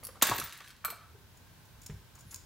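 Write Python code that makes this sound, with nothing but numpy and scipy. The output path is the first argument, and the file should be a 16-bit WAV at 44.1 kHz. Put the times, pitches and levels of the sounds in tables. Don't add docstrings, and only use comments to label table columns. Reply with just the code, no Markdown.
import sys
import numpy as np
from scipy import signal
from scipy.fft import rfft, irfft, next_fast_len
from scipy.io import wavfile
from scipy.ndimage import uniform_filter1d

SR = 44100
rng = np.random.default_rng(int(sys.argv[2]) if len(sys.argv) > 2 else 0)


def file_out(sig):
    cols = np.atleast_2d(sig).T
    lim = np.clip(cols, -1, 1)
    pcm = np.round(lim * 32767).astype(np.int16)
    wavfile.write(sys.argv[1], SR, pcm)


N = 108045
HIT_S, LEVEL_WINDOW_S = .32, .01
TOP_HZ = 15750


def amp(db):
    return 10 ** (np.asarray(db) / 20)


def fade(t60, length_s=HIT_S):
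    return np.exp(-np.log(1000) * np.arange(int(length_s * SR)) / SR / max(t60, 1e-4))


def unit(x):
    return x * np.sqrt(LEVEL_WINDOW_S * SR / np.sum(x ** 2))


def colour(x, points):
    size = 2 * next_fast_len(len(x))
    hz, db = np.array(points, float).T
    log_hz = np.log(np.fft.rfftfreq(size, 1 / SR) + 1)
    cepstrum = irfft(np.log(amp(np.interp(log_hz, np.log(hz), db))))
    cepstrum[1:size // 2] *= 2
    cepstrum[size // 2 + 1:] = 0
    return irfft(rfft(x, size) * np.exp(rfft(cepstrum)))[:len(x)]


def crack(points, t60):
    decay = fade(t60)
    return unit(colour(rng.choice([-1, 1], len(decay)) * decay, points))


def ring(modes):
    t = np.arange(int(HIT_S * SR)) / SR
    out = np.zeros(len(t))
    for hz, db, t60 in modes:
        attack = 1 - np.exp(-2 * hz * t)
        out += amp(db) * fade(t60) * attack * np.sin(2 * np.pi * (hz * t + rng.random()))
    return unit(out)


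def add(out, start_s, sound):
    i = int(start_s * SR)
    out[i:i + len(sound)] += sound[:N - i]


def room_tone(level_db=-56.5, width_hz=70):
    # frequency in Hz, relative level in dB.
    spectrum = [(15, -39), (25, -16.5), (49, -4), (96, -0.5), (209, -13.5), (267, -16.5), (399, -20.5),
                (804, -24), (919, -20), (1110, -32.5), (1200, -28.5), (1340, -24.5), (1620, -26),
                (2630, -27.5), (3720, -28), (8810, -34.5), (15500, -32.5)]
    # centre in Hz, level in dB.
    peaks = [(900, -84.5), (1050, -73.5), (1260, -84.5), (1550, -73)]
    noise = colour(rng.standard_normal(N), spectrum)
    out = amp(level_db) * noise / np.std(noise)
    for hz, db in peaks:
        band = signal.lfilter(*signal.iirpeak(hz, hz / width_hz, fs=SR), rng.standard_normal(N))
        out += amp(db) * band / np.std(band)
    return out


def reflections(dry, bench_db, bench_t60=.075, build_s=.008):
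    # band centre in Hz, level in dB, t60 in seconds.
    bands = [(100, -2.5, 0.16), (393, -6.5, 0.49), (1400, -5.5, 0.6), (3520, -5.5, 0.59), (7150, -8.5, 0.4),
             (14000, -14, 0.24)]
    t = np.arange(SR) / SR
    log_hz = np.log(np.fft.rfftfreq(SR, 1 / SR) + 1)
    log_centres = np.log([row[0] for row in bands])
    noise_spectrum = rfft(rng.standard_normal(SR))
    near = rng.standard_normal(SR) * fade(bench_t60, 1) * (t > build_s / 10)
    response = amp(bench_db) * near / np.linalg.norm(near)
    for share, (_, db, t60) in zip(np.eye(len(bands)), bands):
        band = irfft(noise_spectrum * np.interp(log_hz, log_centres, share), SR)
        envelope = fade(t60, 1) * (1 - np.exp(-t / build_s))
        response += amp(db) * band * envelope / np.linalg.norm(envelope)
    return signal.fftconvolve(dry, response)[:N]


def block_and_handling(contact_t60=.067, tap_t60=.051, boom_s=.302, boom_db=-34):
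    # start in seconds, level in dB, pitch in Hz.
    contacts = [(.0295, -53, 1320), (.0875, -52, 1280), (.1560, -54, 980), (.1680, -55, 920),
                (.2140, -38.5, 2110), (.2530, -41.5, 800), (.2680, -33, 1750), (.2870, -32, 1390),
                (.2960, -35.5, 302), (.3135, -25.5, 903), (.3190, -38, 960), (.3370, -44, 490),
                (.3880, -39.5, 260), (0.6041, -47, 1330), (.8535, -69, 617), (0.881, -49.5, 468),
                (0.906, -53.5, 338), (1.898, -53.5, 1700), (2.154, -60.5, 1200), (2.178, -59.5, 1200),
                (2.327, -55.5, 1260)]
    # start in seconds, level in dB, pitch in Hz.
    taps = [(.0290, -58.5, 507), (0.088, -50, 507), (.6050, -49.5, 1150), (.9250, -47.5, 686),
            (1.150, -55, 409), (1.895, -50.5, 416)]
    # start in seconds, level in dB.
    bumps = [(0.223, -56), (0.294, -51.5), (0.318, -46), (.4100, -42.5), (0.852, -63), (1.895, -37),
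             (1.938, -44.5), (2.250, -52)]
    # pitch in Hz, relative level in dB, t60 in seconds.
    thud_modes = [(69.6, 3, 0.091), (97, -1, .1), (152, -8, 0.13), (177, -1, 0.036)]
    boom_modes = [(114.6, 0, .3), (289, -14, .2)]
    out = np.zeros(N)
    for start_s, db, hz in contacts:
        hump = [(hz / 4, -15), (hz / 1.09, -2), (hz, 0), (hz * 1.22, -2), (hz * 3, -20), (TOP_HZ, -36)]
        add(out, start_s, amp(db) * crack(hump, contact_t60))
    for start_s, db, hz in taps:
        add(out, start_s, amp(db) * ring([(hz, 0, tap_t60)]))
    for start_s, db in bumps:
        add(out, start_s, amp(db) * ring(thud_modes))
    add(out, boom_s, amp(boom_db) * ring(boom_modes))
    return out


def stem_squeak(start_s=2.246, slip_s=2.342, release_s=.005, centre_hz=11200, width_hz=220, db=-57):
    band = rng.standard_normal(N)
    for _ in range(2):
        band = signal.lfilter(*signal.iirpeak(centre_hz, centre_hz / width_hz, fs=SR), band)
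    swell = np.interp(np.arange(N) / SR, [start_s, slip_s, slip_s + release_s], [0, 1, 0])
    return amp(db) * swell * band / np.std(band)


def stem_grating(ring_db=-12, rise_s=.0015):
    # start in seconds, level in dB, t60 in seconds.
    grates = [(1.371, -59.5, 0.032), (1.654, -63.5, .03), (1.8160, -54, .035), (1.8315, -55, 0.06),
              (1.8610, -46.5, 0.023), (1.8640, -45.5, 0.015), (2.151, -55.5, 0.043), (2.1880, -55.5, .08),
              (2.2058, -56, 0.044), (2.3092, -46.5, 0.12), (2.3280, -69, 0.055), (2.3406, -54, 0.016),
              (2.3439, -40.5, 0.0087), (2.3590, -46, .016)]
    # frequency in Hz, relative level in dB.
    grit_colour = [(500, -22.5), (1400, -23), (3000, -14), (4400, -11.5), (5500, -4.5), (6300, -7),
                   (6950, 2), (7800, -7), (10000, -8.5), (11300, -12.5), (12500, -15), (16000, -5.5)]
    # pitch in Hz, relative level in dB, t60 in seconds.
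    stem_modes = [(1050, -7, 0.074), (1600, -4, 0.2), (2235, -7.5, 0.07), (6580, 2, 0.026),
                  (6630, 13, 0.037), (6930, -7, 0.033), (7600, -13, 0.027)]
    out = np.zeros(N)
    rise = 1 - np.exp(-np.arange(int(HIT_S * SR)) / SR / rise_s)
    for start_s, db, t60 in grates:
        grit = unit(rise * crack(grit_colour, t60))
        add(out, start_s, amp(db) * (grit + amp(ring_db) * ring(stem_modes)))
    return out


def jaw_bites(ring_db=-2, tick_db=-3, tick_t60=.026):
    # start in seconds, level in dB.
    bites = [(0.0356, -48), (0.043, -46), (0.0504, -40.5), (0.069, -41.5)]
    # pitch in Hz, relative level in dB, t60 in seconds.
    bulb_modes = [(4570, -3.5, 0.018), (10640, 2.5, 0.035), (11100, 5, 0.013), (13000, -9, .025),
                  (13000, -6, 0.031), (14150, -3, 0.035), (15200, -14, .02)]
    # frequency in Hz, relative level in dB.
    tick_colour = [(500, -11), (3700, -16), (4500, -7.5), (8000, -11), (11000, -9), (16000, -5.5)]
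    out = np.zeros(N)
    for start_s, db in bites:
        bite = amp(ring_db) * ring(bulb_modes) + amp(tick_db) * crack(tick_colour, tick_t60)
        add(out, start_s, amp(db) * bite)
    return out


def loose_shell(contact_db=-1, contact_t60=.031, ring_db=-1):
    # start in seconds, bright level in dB, hollow level in dB.
    clinks = [(.4150, -64, -36), (0.843, -70, -40.5), (.8480, -31, -36.5), (0.854, -38.5, -32),
              (0.8815, -92, -39.5), (.9025, -37.5, -57)]
    # pitch in Hz, relative level in dB, t60 in seconds.
    bright_modes = [(2254, -13, 0.11), (3650, -13.5, 0.066), (4200, -21, 0.24), (8020, -23.5, 0.13),
                    (8020, -10, .12), (8845, -13, 0.33), (10560, -14, 0.063), (13480, 1, 0.058),
                    (12600, -4, 0.086), (13840, 2.5, 0.061)]
    hollow_modes = [(1170, -5, .028), (1335, 0, .03), (1520, -6, .025), (1760, -10, .025), (2330, -10, .03)]
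    # frequency in Hz, relative level in dB.
    contact_colour = [(150, -28), (450, 1.5), (700, 4), (2300, -1), (4600, 1), (5800, -6), (9000, -1),
                      (13000, 3.5), (16000, 1)]
    out = np.zeros(N)
    for start_s, bright_db, hollow_db in clinks:
        bright = amp(ring_db) * ring(bright_modes) + amp(contact_db) * crack(contact_colour, contact_t60)
        add(out, start_s, amp(bright_db) * bright + amp(hollow_db) * ring(hollow_modes))
    return out


def shards(tick_t60=.009, ring_db=-4, ring_t60=.073, fall_db_per_octave=2, mode_count=7):
    # start in seconds, level in dB, tilt in dB per octave.
    landings = [(.2700, -29.5, 8), (0.2967, -33, 1), (0.3287, -43, -14.5), (0.3486, -47, -7),
                (.3610, -51, 9), (0.3811, -36, 4.5), (0.385, -35, -2), (0.3995, -33, 2.5),
                (0.439, -39.5, 6.5), (0.4945, -51, 0), (0.5248, -44.5, -2), (0.5303, -48, 6),
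                (0.5755, -49, 7), (0.5897, -60, -8), (.6060, -49.5, -7), (0.6439, -52.5, -6.5),
                (.6760, -51.5, -5), (0.6824, -54, 4), (.6930, -58, -4), (0.705, -52, -2), (.7130, -61, 0),
                (0.765, -62, -4.5)]
    # frequency in Hz, relative level in dB.
    tick_colour = [(200, -48.5), (800, -41), (1500, -1), (4000, 3.5), (5500, -1), (10500, -2),
                   (16000, -4.5)]
    # start in seconds, pitch in Hz, level in dB, t60 in seconds.
    pings = [(.2720, 12800, -48, .04), (.3470, 12000, -42.5, 0.028), (.3510, 13400, -46, .03),
             (.3605, 14950, -35, .07), (.3900, 12100, -44, .02), (.4000, 13850, -50, .12),
             (.4400, 13830, -45, 0.16), (.4430, 14850, -38, .09)]
    low_hz, high_hz = 2500, 15000
    out = np.zeros(N)
    for start_s, db, tilt in landings:
        tick = crack([(hz, level + tilt * np.log2(hz / low_hz)) for hz, level in tick_colour], tick_t60)
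        pitches = low_hz + (high_hz - low_hz) * (np.arange(mode_count) + rng.random(mode_count)) / mode_count
        modes = [(hz, (tilt - fall_db_per_octave) * np.log2(hz / low_hz), ring_t60) for hz in pitches]
        add(out, start_s, amp(db) * (tick + amp(ring_db) * ring(modes)))
    for start_s, hz, db, t60 in pings:
        add(out, start_s, amp(db) * ring([(hz, 0, t60)]))
    return out


def splinters(start_s=.232, length_s=.5, level_db=-24.5, count=640, grain_t60=.0075):
    # frequency in Hz, relative level in dB.
    patter_colour = [(150, -22.5), (450, -21), (850, -19.5), (1500, 9.5), (2600, 1), (4000, 2), (5500, -3),
                     (10000, -7), (16000, -11.5)]
    scatter_db, fall_db_per_s = 5, 45
    out = np.zeros(N)
    decay = fade(grain_t60, length_s=.016)
    for _ in range(count):
        age_s = length_s * rng.random() ** 1.4
        db = scatter_db * np.clip(rng.standard_normal(), -2, 2) - fall_db_per_s * age_s
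        add(out, start_s + age_s, amp(db) * decay * rng.standard_normal(len(decay)))
    return amp(level_db) * unit(colour(out, patter_colour))


def bulb_burst(ring_s=.2245, ring_db=-19):
    # start in seconds, level in dB, t60 in seconds.
    fractures = [(.2220, -25.5, 0.035), (0.2238, -20.5, 0.012), (0.2281, -21.5, 0.026)]
    # frequency in Hz, relative level in dB.
    fracture_colour = [(40, -19), (120, -1.5), (400, -3.5), (1200, 1.5), (2000, 2), (3500, 1.5),
                       (5000, -3.5), (7500, -2.5), (11000, 2), (13000, -7.5), (16000, 1.5)]
    # pitch in Hz, relative level in dB, t60 in seconds.
    burst_modes = [(1107, -5.5, 0.055), (1310, -2, 0.02), (2430, -10.5, 0.02), (3630, 3, 0.013),
                   (6080, -2.5, 0.021), (6660, -7.5, 0.044), (7000, -13.5, 0.0327), (7600, 1, 0.021),
                   (12350, -2.5, 0.033), (13400, -0.5, 0.0316), (14690, -4, 0.041)]
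    out = np.zeros(N)
    for start_s, db, t60 in fractures:
        add(out, start_s, amp(db) * crack(fracture_colour, t60))
    add(out, ring_s, amp(ring_db) * ring(burst_modes))
    return out


def gain_control(x, threshold_db=-50, slope=.41, lag_s=.15):
    power = uniform_filter1d(np.mean(x ** 2, axis=0), int(LEVEL_WINDOW_S * SR))
    over_db = np.maximum(10 * np.log10(np.abs(power) + 1e-12) - threshold_db, 0)
    pole = np.exp(-1 / (lag_s * SR))
    for _ in range(2):
        over_db = signal.lfilter([1 - pole], [1, -pole], over_db)
    return x * amp(-slope * over_db)


def scene():
    # frequency in Hz, side gain in dB.
    echo_width = [(100, -29), (300, -24.5), (600, -27), (1200, -18), (2600, -22.5), (5000, -9.5),
                  (8000, -7.5), (16000, -5.5)]
    tone_width = [(100, -7.5), (900, -6), (4000, -1.5)]
    direct = jaw_bites() + bulb_burst() + splinters() + shards() + loose_shell()
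    direct += block_and_handling() + stem_grating() + stem_squeak()
    mid_echoes = reflections(direct, bench_db=-13)
    side_echoes = reflections(direct, bench_db=0)
    mid = direct + mid_echoes + room_tone()
    side = colour(side_echoes, echo_width) + colour(room_tone(), tone_width)
    return np.array([mid + side, mid - side])


def record(dry, low_cut_hz=44):
    low_cut = signal.butter(2, low_cut_hz, "high", fs=SR, output="sos")
    top_cut = signal.ellip(10, .2, 80, TOP_HZ, fs=SR, output="sos")
    levelled = gain_control(signal.sosfilt(low_cut, dry))
    return signal.sosfilt(top_cut, levelled)


dry = scene()
out = record(dry)
file_out(out)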